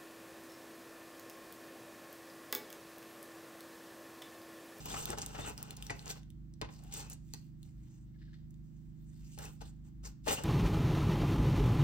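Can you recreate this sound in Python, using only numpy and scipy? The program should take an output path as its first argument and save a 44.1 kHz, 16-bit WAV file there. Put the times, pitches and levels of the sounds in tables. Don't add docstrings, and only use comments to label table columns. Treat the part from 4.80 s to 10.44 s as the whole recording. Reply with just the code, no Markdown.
import sys
import numpy as np
from scipy import signal
from scipy.fft import rfft, irfft, next_fast_len
from scipy.io import wavfile

SR = 44100
rng = np.random.default_rng(int(sys.argv[2]) if len(sys.argv) > 2 else 0)


def dump(signal):
    limited = np.clip(np.atleast_2d(signal).T, -1, 1)
    pcm = np.round(limited * 32767).astype(np.int16)
    wavfile.write(sys.argv[1], SR, pcm)


N = 248792
TIME_S = np.arange(N) / SR

# f/Hz, density/dB per Hz
SCRAPE_SPECTRUM = [(70, -2), (150, -4.5), (240, 3.5), (350, 5.5), (460, 0), (600, 0.5), (850, 0.5),
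                   (1100, -3), (1500, -4), (2100, -19), (2800, -5.5), (3800, -15), (6000, -12),
                   (15000, -48.5)]
# f/Hz, density/dB per Hz
HISS_SPECTRUM = [(600, -22), (2000, -4.5), (2800, -4), (4000, -4.5), (5200, -2), (7200, 2), (8500, 0.5),
                 (10500, -19.5), (12500, -1.5), (14500, 1.5), (16000, -9.5)]
# start t/s, attack/s, length/s, scrape level/dB, hiss level/dB
PUSHES = [(0, 0.003, 0.05, -55, -55), (0.043, 0.016, 0.19, -47, -46.5), (0.157, 0.0062, 0.023, -53, -56),
          (0.177, .01, 0.01, -50, -54), (0.243, 0.03, 0.084, -44.5, -50),
          (0.366, 0.011, 0.02, -43.5, -51.5), (0.396, .018, 0.034, -48.5, -51),
          (0.46, 0.0046, 0.097, -55, -58), (0.534, 0.016, 0.021, -44.5, -56.5),
          (0.575, 0.0057, 0.13, -49, -52), (0.638, .015, 0.05, -57.5, -54), (0.747, 0.032, 0.18, -56, -64),
          (0.959, 0.017, 0.31, -60, -63.5), (1.24, 0.028, 0.034, -48, -55), (1.279, .015, 0.027, -52, -44),
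          (1.344, .012, 0.026, -57, -57.5), (1.893, 0.012, 0.1, -68, -66.5),
          (1.998, 0.022, 0.28, -66, -69.5), (2.097, 0.036, 0.12, -57, -49),
          (2.294, 0.011, 0.024, -56.5, -52.5), (4.582, 0.0099, 0.098, -54, -58),
          (4.61, 0.012, 0.048, -61, -57), (4.801, .009, 0.02, -55.5, -57),
          (4.846, .009, 0.029, -70.5, -64.5), (5.024, 0.025, 0.057, -73.5, -77.5),
          (5.226, 0.0096, 0.019, -60.5, -65), (5.242, 0.01, 0.028, -56, -52.5),
          (5.428, 0.034, 0.04, -63, -54.5), (5.455, 0.01, .02, -43.5, -46.5),
          (5.473, 0.0064, 0.026, -35.5, -35.5), (5.504, 0.006, 0.024, -43, -34.5),
          (5.526, 0.0073, 0.01, -42, -35), (5.571, 0.015, 0.015, -40.5, -47.5),
          (5.608, 0.014, 0.048, -52.5, -55.5)]
# middle t/s, length/s, scrape level/dB, hiss level/dB
ARM_BRUSHES = [(2.202, 0.11, -57, -58.5), (2.566, 0.14, -90, -66.5), (2.862, 0.072, -79.5, -73.5),
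               (3.09, 0.2, -80.5, -74.5), (3.946, 0.3, -95, -83.5), (4.556, 0.37, -86, -66.5)]
# t/s, speed/turns per s
FAN_SPEED = [(0, 25.63), (2.85, 25.65), (3.05, 25.1), (3.25, 25.25), (3.45, 25.7), (3.7, 25.8),
             (4.9, 25.76), (5.3, 25.45), (5.64, 25.6)]
# multiple, level/dB rms, left-right/dB, left lead/rad, slope/dB per extra turn per s
FAN_HARMONICS = [(1, -78, 14, 0.47, 1.5), (2, -58, 3, 0.43, 1.5), (3, -70.5, -1.5, 0.3, 3.5),
                 (4, -68, 3, 0.57, 3.5), (5, -57.5, -2, -0.39, -5.5), (6, -54.5, -8.5, -0.82, 10.5),
                 (7, -63.5, -0.5, 0.099, -2.5), (8, -63.5, 1.5, 0.82, 3), (9, -65.5, -8.5, 0.75, 3.5),
                 (10, -69, -8.5, -0.87, 0), (12, -71, 3, -0.71, -5), (13, -71, -2, -1.21, -1.5)]
# f/Hz, density/dB per Hz
RUMBLE_SPECTRUM = [(15, -16), (32, -19), (41, -2), (54, 8), (64, -12.5), (78, -2), (110, -12), (200, -19),
                   (330, -19.5), (385, -37.5), (600, -55.5), (1500, -85)]
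# f/Hz, density/dB per Hz
AIR_SPECTRUM = [(100, 15), (450, 14.5), (800, 8.5), (1300, 6), (1800, 5.5), (2500, 0.5), (8500, -3),
                (11000, -37.5), (14000, 1), (16000, -1)]
# t/s, click peak/dB, snap peak/dB, f/Hz
TICK_EVENTS = [(0.057, -41, -34.5, 3460), (0.2555, -22, -29, 6300), (0.3034, -21.5, -33.5, 8300),
               (0.385, -27, -35, 6660), (0.39, -28, -46, 4270), (0.4175, -22.5, -55, 6800),
               (0.422, -29, -49, 7300), (0.462, -26.5, -36.5, 6900), (0.778, -27.5, -44, 5960),
               (0.787, -44, -50, 7300), (0.8276, -36, -32, 5550), (0.9073, -30, -39, 4370),
               (0.9663, -38, -44, 7200), (0.9698, -34.5, -45, 6600), (1.0246, -26, -47, 3640),
               (1.067, -32, -44.5, 5830), (1.193, -34.5, -60, 5900), (1.2584, -32, -50, 7500),
               (1.279, -27.5, -54, 7160), (1.303, -29, -56, 6000), (1.432, -46, -71, 3700),
               (1.503, -46, -57, 3800), (1.7382, -46.5, -75, 6000), (1.8145, -34, -46, 4570),
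               (2.037, -51, -52, 7000), (2.139, -46, -34, 8100), (2.2991, -45.5, -38, 5000),
               (2.3303, -35, -49, 7730), (2.334, -46, -42, 8000), (2.5366, -26, -40, 6860),
               (2.5447, -35, -51, 6500), (2.83, -41.5, -52.5, 4640), (3.707, -57, -59.5, 8100),
               (3.742, -56.5, -69, 7000), (4.5875, -32, -41, 5800), (4.654, -36, -44, 6560),
               (4.879, -48, -68, 3970), (5.24, -47.5, -58, 5304), (5.6365, -34, -36, 7800)]
# start t/s, length/s, level/dB, first f/Hz, last f/Hz
CATCH_EVENTS = [(0.1, 0.025, -54, 3230, 3810), (0.127, 0.011, -46.5, 300, 330),
                (0.139, 0.01, -35, 830, 763), (0.152, 0.016, -49.5, 1100, 1290),
                (0.288, 0.021, -43.5, 288, 368), (0.305, 0.05, -51, 620, 566),
                (0.308, 0.013, -53, 3740, 3400), (0.318, 0.025, -60, 1360, 1190),
                (0.546, 0.027, -55, 1300, 1440), (0.585, 0.0091, -43.5, 680, 620),
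                (0.588, 0.066, -61, 3480, 3700), (0.642, 0.026, -54, 2780, 2850),
                (0.646, 0.037, -52.5, 1300, 1510), (0.669, 0.019, -54, 680, 600),
                (1.094, 0.0065, -39.5, 2300, 2045), (1.983, 0.15, -70, 630, 810),
                (2.192, 0.071, -70, 774, 590), (2.147, 0.16, -71, 2530, 2600),
                (3.34, 0.021, -79, 2090, 1700), (3.414, 0.011, -68.5, 1700, 1750),
                (3.473, 0.023, -79, 1720, 1530), (3.527, 0.016, -69.5, 1660, 1800),
                (4.654, 0.0095, -59.5, 2700, 2560), (4.815, 0.0063, -51, 890, 633),
                (4.854, 0.0072, -70, 4050, 4100), (5.243, 0.03, -61.5, 5200, 5700),
                (5.468, 0.012, -38, 533, 646), (5.483, 0.02, -44.5, 2740, 2890),
                (5.485, 0.036, -51.5, 1900, 1960), (5.505, 0.027, -37.5, 582, 530),
                (5.557, 0.04, -51, 2680, 2810), (5.593, 0.019, -51.5, 554, 530)]
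# t/s, clack level/dB, clack t60/s, brightness f/Hz, item level/dB, desk level/dB
KNOCK_EVENTS = [(0.14, -27, 0.036, 1200, -62, -44), (0.293, -36, 0.046, 690, -56, -46.5),
                (0.33, -26, .04, 1500, -65, -54), (0.385, -38, .03, 2500, -60, -59),
                (0.586, -33.5, 0.043, 900, -50, -38), (0.675, -34, 0.056, 1500, -49.5, -44),
                (0.708, -37, 0.019, 900, -61, -45), (1.0984, -34.5, 0.026, 4970, -49.5, -51),
                (1.104, -29, 0.047, 11100, -40.5, -41.5), (1.111, -43, 0.035, 9000, -57, -51),
                (1.303, -31.5, 0.026, 12100, -64, -50), (1.308, -34, .025, 10000, -60, -54),
                (1.8145, -29, 0.024, 9900, -50.5, -48), (1.8199, -30.5, 0.078, 2800, -62, -36.5),
                (1.846, -37.5, 0.066, 3780, -65, -58), (1.889, -40.5, 0.055, 3000, -71, -54.5),
                (2.197, -44, .03, 5000, -70, -51), (2.538, -40.5, 0.029, 4050, -62, -52),
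                (4.577, -42, .03, 7000, -69, -52.5), (4.591, -40, .05, 2000, -73, -47),
                (4.643, -44, 0.037, 3020, -66, -68), (4.8144, -45, .03, 5000, -75, -58),
                (4.8205, -41.5, .04, 1400, -66, -54), (5.472, -26, .035, 1500, -50.5, -65),
                (5.4848, -21, .025, 6500, -47, -51), (5.5075, -20.5, .025, 2480, -54, -37),
                (5.581, -33.5, 0.035, 2000, -66, -52)]
# f/Hz, gain/dB
CLACK_SPECTRUM = [(100, -6), (300, 2), (900, 6.5), (1800, -5), (3000, -4.5), (4500, -4), (6500, -9.5),
                  (8500, -9), (11000, -19), (16000, -17.5)]
# f/Hz, level/dB, t60/s
ITEM_MODES = [(328, -9.5, 0.17), (389, -4.5, 0.08), (694.4, -2.5, 0.16), (858, -12, 0.081),
              (1417, -15.5, 0.04), (1541, -9, 0.045), (1893, -4.5, 0.078), (2076, -4.5, 0.047),
              (2260, -10.5, 0.03), (2595, -2.5, 0.057), (4610, -9.5, 0.025), (5550, -6, 0.008),
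              (6000, -2, 0.009), (6700, -4, 0.0082)]
# f/Hz, level/dB, t60/s
DESK_MODES = [(63, -7.5, 0.45), (105, -4.5, 0.27), (154.6, -5, 0.12), (257, -8, 0.0654), (314, 1.5, 0.069),
              (326, -8.5, 0.043), (450, -4.5, 0.012), (559, -4.5, 0.064), (810, -7, 0.021)]
# start t/s, length/s, level/dB
FINGER_SLIPS = [(3.266, 0.014, -81), (3.333, 0.024, -84), (3.375, 0.14, -75.5), (3.412, 0.014, -75),
                (3.529, 0.014, -65), (3.58, 0.068, -84)]
# f/Hz, level/dB, width/Hz
HELD_ITEM_MODES = [(1720, -7, 220), (3180, -7, 410), (3760, -4.5, 480), (4800, -5, 1200)]
# f/Hz, lag/rad, shading/dB
RIGHT_PORT_PATH = [(0, -1.5, 4), (500, 2.15, -7), (840, 1.96, -6), (990, 3.5, -4), (1200, 4, -4.5),
                   (2330, 4.5, 0.5), (4820, 5, -9), (4900, 11, -5), (8550, 10.5, 4), (10340, 9, 0.5),
                   (13700, 10, 1.5), (14550, 10.5, -5)]
# f/Hz, level/dB
SCATTER_SPECTRUM = [(200, -16.5), (1000, -7), (2800, -6), (4500, -5), (7000, -11), (11000, -38),
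                    (14500, -11)]

CUTOFF_HZ, ROOM_T60_S = 16000, 0.32
CRUMBS_PER_S, GRIT_PER_S = 420, 55
PUSH_RELEASE_T60_S, CATCH_RELEASE_T60_S = 0.14, 0.04
GRIP_ATTACK_S = 0.0031


def from_db(db):
    return 10 ** (np.asarray(db) / 20)


def rms_one(x):
    return x / np.sqrt(np.mean(x ** 2) + 1e-20)


def in_time(rows):
    t_s, *columns = np.transpose(rows)
    return [np.interp(TIME_S, t_s, column) for column in columns]


def filtered(x, edge_hz, kind):
    return signal.sosfilt(signal.butter(2, edge_hz, kind, fs=SR, output="sos"), x)


def coloured(x, spectrum):
    size = next_fast_len(N + SR // 4)
    size += size % 2
    hz, level_db = np.transpose(spectrum)
    grid_hz = np.maximum(np.fft.rfftfreq(size, 1 / SR), 1)
    gain = from_db(np.interp(np.log(grid_hz), np.log(hz), level_db))
    cepstrum = irfft(np.log(gain))
    cepstrum[1:size // 2] *= 2
    cepstrum[size // 2 + 1:] = 0
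    return irfft(rfft(x, size) * np.exp(rfft(cepstrum)))[..., :N]


def unit_in_band(x, band_hz):
    return x / np.std(filtered(x, band_hz, "band"))


def drift(knots_per_s):
    knots = rng.standard_normal(4096)
    return np.interp(TIME_S * knots_per_s, np.arange(len(knots)), knots)


def ring(clicks, hz, t60_s):
    radius = from_db(-60 / (t60_s * SR))
    angle = 2 * np.pi * hz / SR
    feedback = [1, -2 * radius * np.cos(angle), radius * radius]
    return signal.lfilter([0, np.sin(angle)], feedback, clicks + 1e-18)


def dying(t_s, t60_s):
    return np.exp(-np.log(1000) * t_s / t60_s)


def random_signs(shape):
    return rng.choice([-1., 1.], shape)


def random_hits(count, per_s):
    return rng.random(count) < per_s / SR


def add(track, start_s, sound):
    start = round(start_s * SR)
    track[start:start + len(sound)] += sound[:N - start]


def push(start_s, attack_s, length_s, release_t60_s=PUSH_RELEASE_T60_S):
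    after_s = np.maximum(TIME_S - start_s - length_s, 0)
    return np.clip((TIME_S - start_s) / attack_s, 0, 1) ** 2 * dying(after_s, release_t60_s)


def swing(middle_s, length_s):
    return np.exp(-2 * ((TIME_S - middle_s) / length_s) ** 2)


def rubbing_strength():
    power = np.zeros((2, N))
    for shape, rows in ((push, PUSHES), (swing, ARM_BRUSHES)):
        for *timing, scrape_db, hiss_db in rows:
            power += (from_db([[scrape_db], [hiss_db]]) * shape(*timing)) ** 2
    return np.sqrt(power)


def friction(slips_per_s, spread_db, smooth_share, patchy_db):
    size = from_db(spread_db * np.minimum(rng.exponential(1, N), 3))
    slips = random_hits(N, slips_per_s) * size
    rush = rms_one(slips * rng.standard_normal((3, N))) + smooth_share * rng.standard_normal((3, N))
    centres_hz = np.geomspace(250, 14000, num=16)
    fft_size = next_fast_len(N)
    log_hz = np.log(np.maximum(np.fft.rfftfreq(fft_size, 1 / SR), 1))
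    spectrum, out = rfft(rush, fft_size), 0
    for shares in np.eye(len(centres_hz)):
        weight = np.interp(log_hz, np.log(centres_hz), shares)
        band = irfft(spectrum * weight, fft_size)[:, :N]
        out = out + band * from_db(patchy_db * drift(28))
    return out


def sliding(scrape_db, hiss_db, judder_db, pressure_db):
    scrape_strength, hiss_strength = rubbing_strength()
    scrape = friction(slips_per_s=1500, spread_db=2.0, smooth_share=0.78, patchy_db=0.5)
    hiss = friction(slips_per_s=4300, spread_db=5.5, smooth_share=0.8, patchy_db=4.0)
    scrape = unit_in_band(coloured(scrape, SCRAPE_SPECTRUM), [350, 2000])
    hiss = unit_in_band(coloured(hiss, HISS_SPECTRUM), [4500, 9000])
    rub = scrape * scrape_strength * from_db(scrape_db) + hiss * hiss_strength * from_db(hiss_db)
    return rub * from_db(judder_db * drift(110) + pressure_db * drift(27))


def crumbs(level_db, spread_db, cycles):
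    pitches_hz = np.geomspace(600, 3800, num=14)
    size = from_db(spread_db * rng.uniform(-1.2, 1, N))
    cracks = random_hits(N, CRUMBS_PER_S) * random_signs(N) * size
    dealt = rng.integers(0, len(pitches_hz), N)
    crackle = sum(ring(cracks * (dealt == k), hz, cycles / hz) for k, hz in enumerate(pitches_hz))
    return rms_one(crackle) * rubbing_strength()[0] * from_db(level_db)


def grit(level_db):
    cracks = random_hits(N, GRIT_PER_S) * random_signs(N) * rng.uniform(.5, 1, N)
    return rms_one(coloured(cracks, HISS_SPECTRUM)) * rubbing_strength()[1] * from_db(level_db)


def fan(level_db, waver_db, scatter_rad, wander_rad):
    speed, = in_time(FAN_SPEED)
    turn_rad = 2 * np.pi * np.cumsum(speed) / SR + rng.uniform(0, 2 * np.pi)
    offsets_rad = np.cumsum(scatter_rad * random_signs(len(FAN_HARMONICS)))
    out, sides = np.zeros((2, N)), np.array([[.5], [-.5]])
    for (multiple, line_db, pan_db, lead_rad, slope), offset_rad in zip(FAN_HARMONICS, offsets_rad):
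        phase = round(multiple) * turn_rad + offset_rad + wander_rad * drift(4.4) + sides * lead_rad
        swell_db = slope * (speed - speed.mean()) + waver_db * drift(3)
        gain = from_db(line_db + level_db + sides * pan_db + swell_db)
        out += np.sqrt(2) * np.cos(phase) * gain
    return out


def background(rumble_db, rumble_side_db, air_db, port_noise_db):
    mid, side = rms_one(coloured(rng.standard_normal((2, N)), RUMBLE_SPECTRUM))
    rumble = mid + from_db(rumble_side_db) * side * np.array([[1], [-1]])
    air = rms_one(coloured(rng.standard_normal((3, N)), AIR_SPECTRUM))
    room_air = from_db(air_db) * ports(air[0])
    return from_db(rumble_db) * rumble + room_air + from_db(port_noise_db) * air[1:]


def ticks(click_db, snap_db, attack_s, click_t60_s, snap_t60_s, ring_t60_s, ring_share, low_edge_share):
    out, t_s = np.zeros(N), TIME_S[:SR // 25]
    for when_s, click_level_db, snap_level_db, hz in TICK_EVENTS:
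        rough = random_signs((2, len(t_s))) * np.minimum(t_s / attack_s, 1)
        click = filtered(rough[0] * dying(t_s, click_t60_s), [low_edge_share * hz, 9500], "band")
        click = rms_one(click) + ring_share * rms_one(ring(click, hz, ring_t60_s))
        snap = filtered(rough[1] * dying(t_s, snap_t60_s), 9000, "high")
        add(out, when_s, click / np.abs(click).max() * from_db(click_level_db + click_db))
        add(out, when_s, snap / np.abs(snap).max() * from_db(snap_level_db + snap_db))
    return out


def catches(width_hz, width_share, slips_per_s):
    out, t_s = np.zeros(N), TIME_S[:SR // 3]
    for when_s, length_s, level_db, start_hz, end_hz in CATCH_EVENTS:
        slips = random_hits(len(t_s), slips_per_s) * random_signs(len(t_s))
        glide_hz = np.interp(t_s, [0, length_s], [start_hz, end_hz])
        turning = np.exp(2j * np.pi * np.cumsum(glide_hz) / SR)
        keep = np.exp(-np.pi * (width_hz + width_share * start_hz) / SR)
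        judder = np.real(turning * signal.lfilter([1], [1, -keep], slips / turning + 1e-18))
        grip = push(0, GRIP_ATTACK_S, length_s, CATCH_RELEASE_T60_S)[:len(t_s)]
        add(out, when_s, rms_one(judder) * grip * from_db(level_db))
    return out


def struck(modes, times_s, levels_db, chatter_db, chatter_t60_s):
    out, t_s = 0, TIME_S[:SR // 4]
    for k, (hz, mode_db, t60_s) in enumerate(modes):
        blows = np.zeros(N)
        for when_s, level_db in zip(times_s, levels_db):
            force = rng.standard_normal(len(t_s)) * dying(t_s, chatter_t60_s)
            force *= from_db(chatter_db) / np.linalg.norm(force)
            force[0] = 1
            add(blows, when_s, force * from_db(level_db + mode_db))
        out = out + (-1) ** k * ring(blows, hz, t60_s)
    return out


def knocks(clack_db, tap_db, tap_t60_s, item_db, desk_db):
    contact, t_s = np.zeros(N), TIME_S[:SR // 4]
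    for when_s, level_db, t60_s, bright_hz, _, _ in KNOCK_EVENTS:
        envelope = dying(t_s, t60_s) + from_db(tap_db) * dying(t_s, tap_t60_s)
        rough = random_signs(len(t_s)) * envelope
        softened = filtered(rough, min(bright_hz, CUTOFF_HZ), "low")
        add(contact, when_s, softened * from_db(level_db + clack_db))
    times_s, *_, item_level_db, desk_level_db = np.transpose(KNOCK_EVENTS)
    item = struck(ITEM_MODES, times_s, item_level_db + item_db, chatter_db=3.0, chatter_t60_s=0.12)
    desk = struck(DESK_MODES, times_s, desk_level_db + desk_db, chatter_db=-5, chatter_t60_s=0.065)
    return coloured(contact, CLACK_SPECTRUM) + item + desk


def resonances(x, modes):
    out = 0
    for k, (hz, level_db, width_hz) in enumerate(modes):
        gain = from_db(level_db) * np.sqrt(4 * np.pi * width_hz / SR)
        out = out + (-1) ** k * gain * ring(x, hz, np.log(1000) / (np.pi * width_hz))
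    return out


def fingering(level_db, slips_per_s):
    slips = rms_one(random_hits(N, slips_per_s) * rng.standard_normal(N))
    grip = sum(push(start_s, GRIP_ATTACK_S, length_s) * from_db(rub_db)
               for start_s, length_s, rub_db in FINGER_SLIPS)
    return resonances(slips * grip, HELD_ITEM_MODES) * from_db(level_db)


def ports(x):
    hz, lag_rad, shade_db = np.transpose(RIGHT_PORT_PATH)
    grid_hz = np.fft.rfftfreq(N, 1 / SR)
    path = from_db(np.interp(grid_hz, hz, shade_db)) * np.exp(-1j * np.interp(grid_hz, hz, lag_rad))
    return np.array([x, irfft(rfft(x) * path, N)])


def reflections(x, level_db, t60_s, delay_s, low_hz, high_hz):
    t_s = TIME_S[:SR // 2]
    echoes = rng.standard_normal((2, len(t_s))) * dying(t_s, t60_s) * (t_s > delay_s)
    echoes = echoes / np.linalg.norm(echoes, axis=1, keepdims=True)
    echoes = filtered(echoes, [low_hz, high_hz], "band")
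    return from_db(level_db) * signal.fftconvolve(x[None], echoes, axes=1)[:, :N]


def scene():
    rub = sliding(scrape_db=-4.0, hiss_db=-3.5, judder_db=1.27, pressure_db=0.37)
    rub = rub + catches(width_hz=40, width_share=0.036, slips_per_s=900)
    rub = rub + crumbs(level_db=-9.5, spread_db=8.5, cycles=5.0)
    scatter = coloured(rub[1:], SCATTER_SPECTRUM)
    handling = rub[0] + knocks(clack_db=-2.5, tap_db=4.0, tap_t60_s=0.0078, item_db=-1.0, desk_db=-2.0)
    handling = handling + fingering(level_db=-1.0, slips_per_s=1600)
    ticking = ticks(click_db=-3.0, snap_db=7.0, attack_s=0.00047, click_t60_s=0.0049, snap_t60_s=0.01,
                    ring_t60_s=0.003, ring_share=0.59, low_edge_share=0.56)
    ticking = ticking + grit(level_db=-11.5)
    near = reflections(handling + from_db(-3) * ticking, level_db=-6.0, t60_s=0.049,
                       delay_s=0.00083, low_hz=272, high_hz=8750)
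    tail = reflections(handling + from_db(1) * ticking, level_db=-10.0, t60_s=ROOM_T60_S,
                       delay_s=0.0068, low_hz=223, high_hz=5410)
    hum = fan(level_db=-2, waver_db=0.7, scatter_rad=1.236, wander_rad=0.16)
    floor = background(rumble_db=-56.0, rumble_side_db=-15.0, air_db=-82.0, port_noise_db=-78.0)
    return ports(handling + ticking) + scatter + near + tail + hum + floor


def record(dry):
    return signal.sosfilt(signal.ellip(10, .1, 80, CUTOFF_HZ, fs=SR, output="sos"), dry)


dry = scene()
out = record(dry)
dump(out)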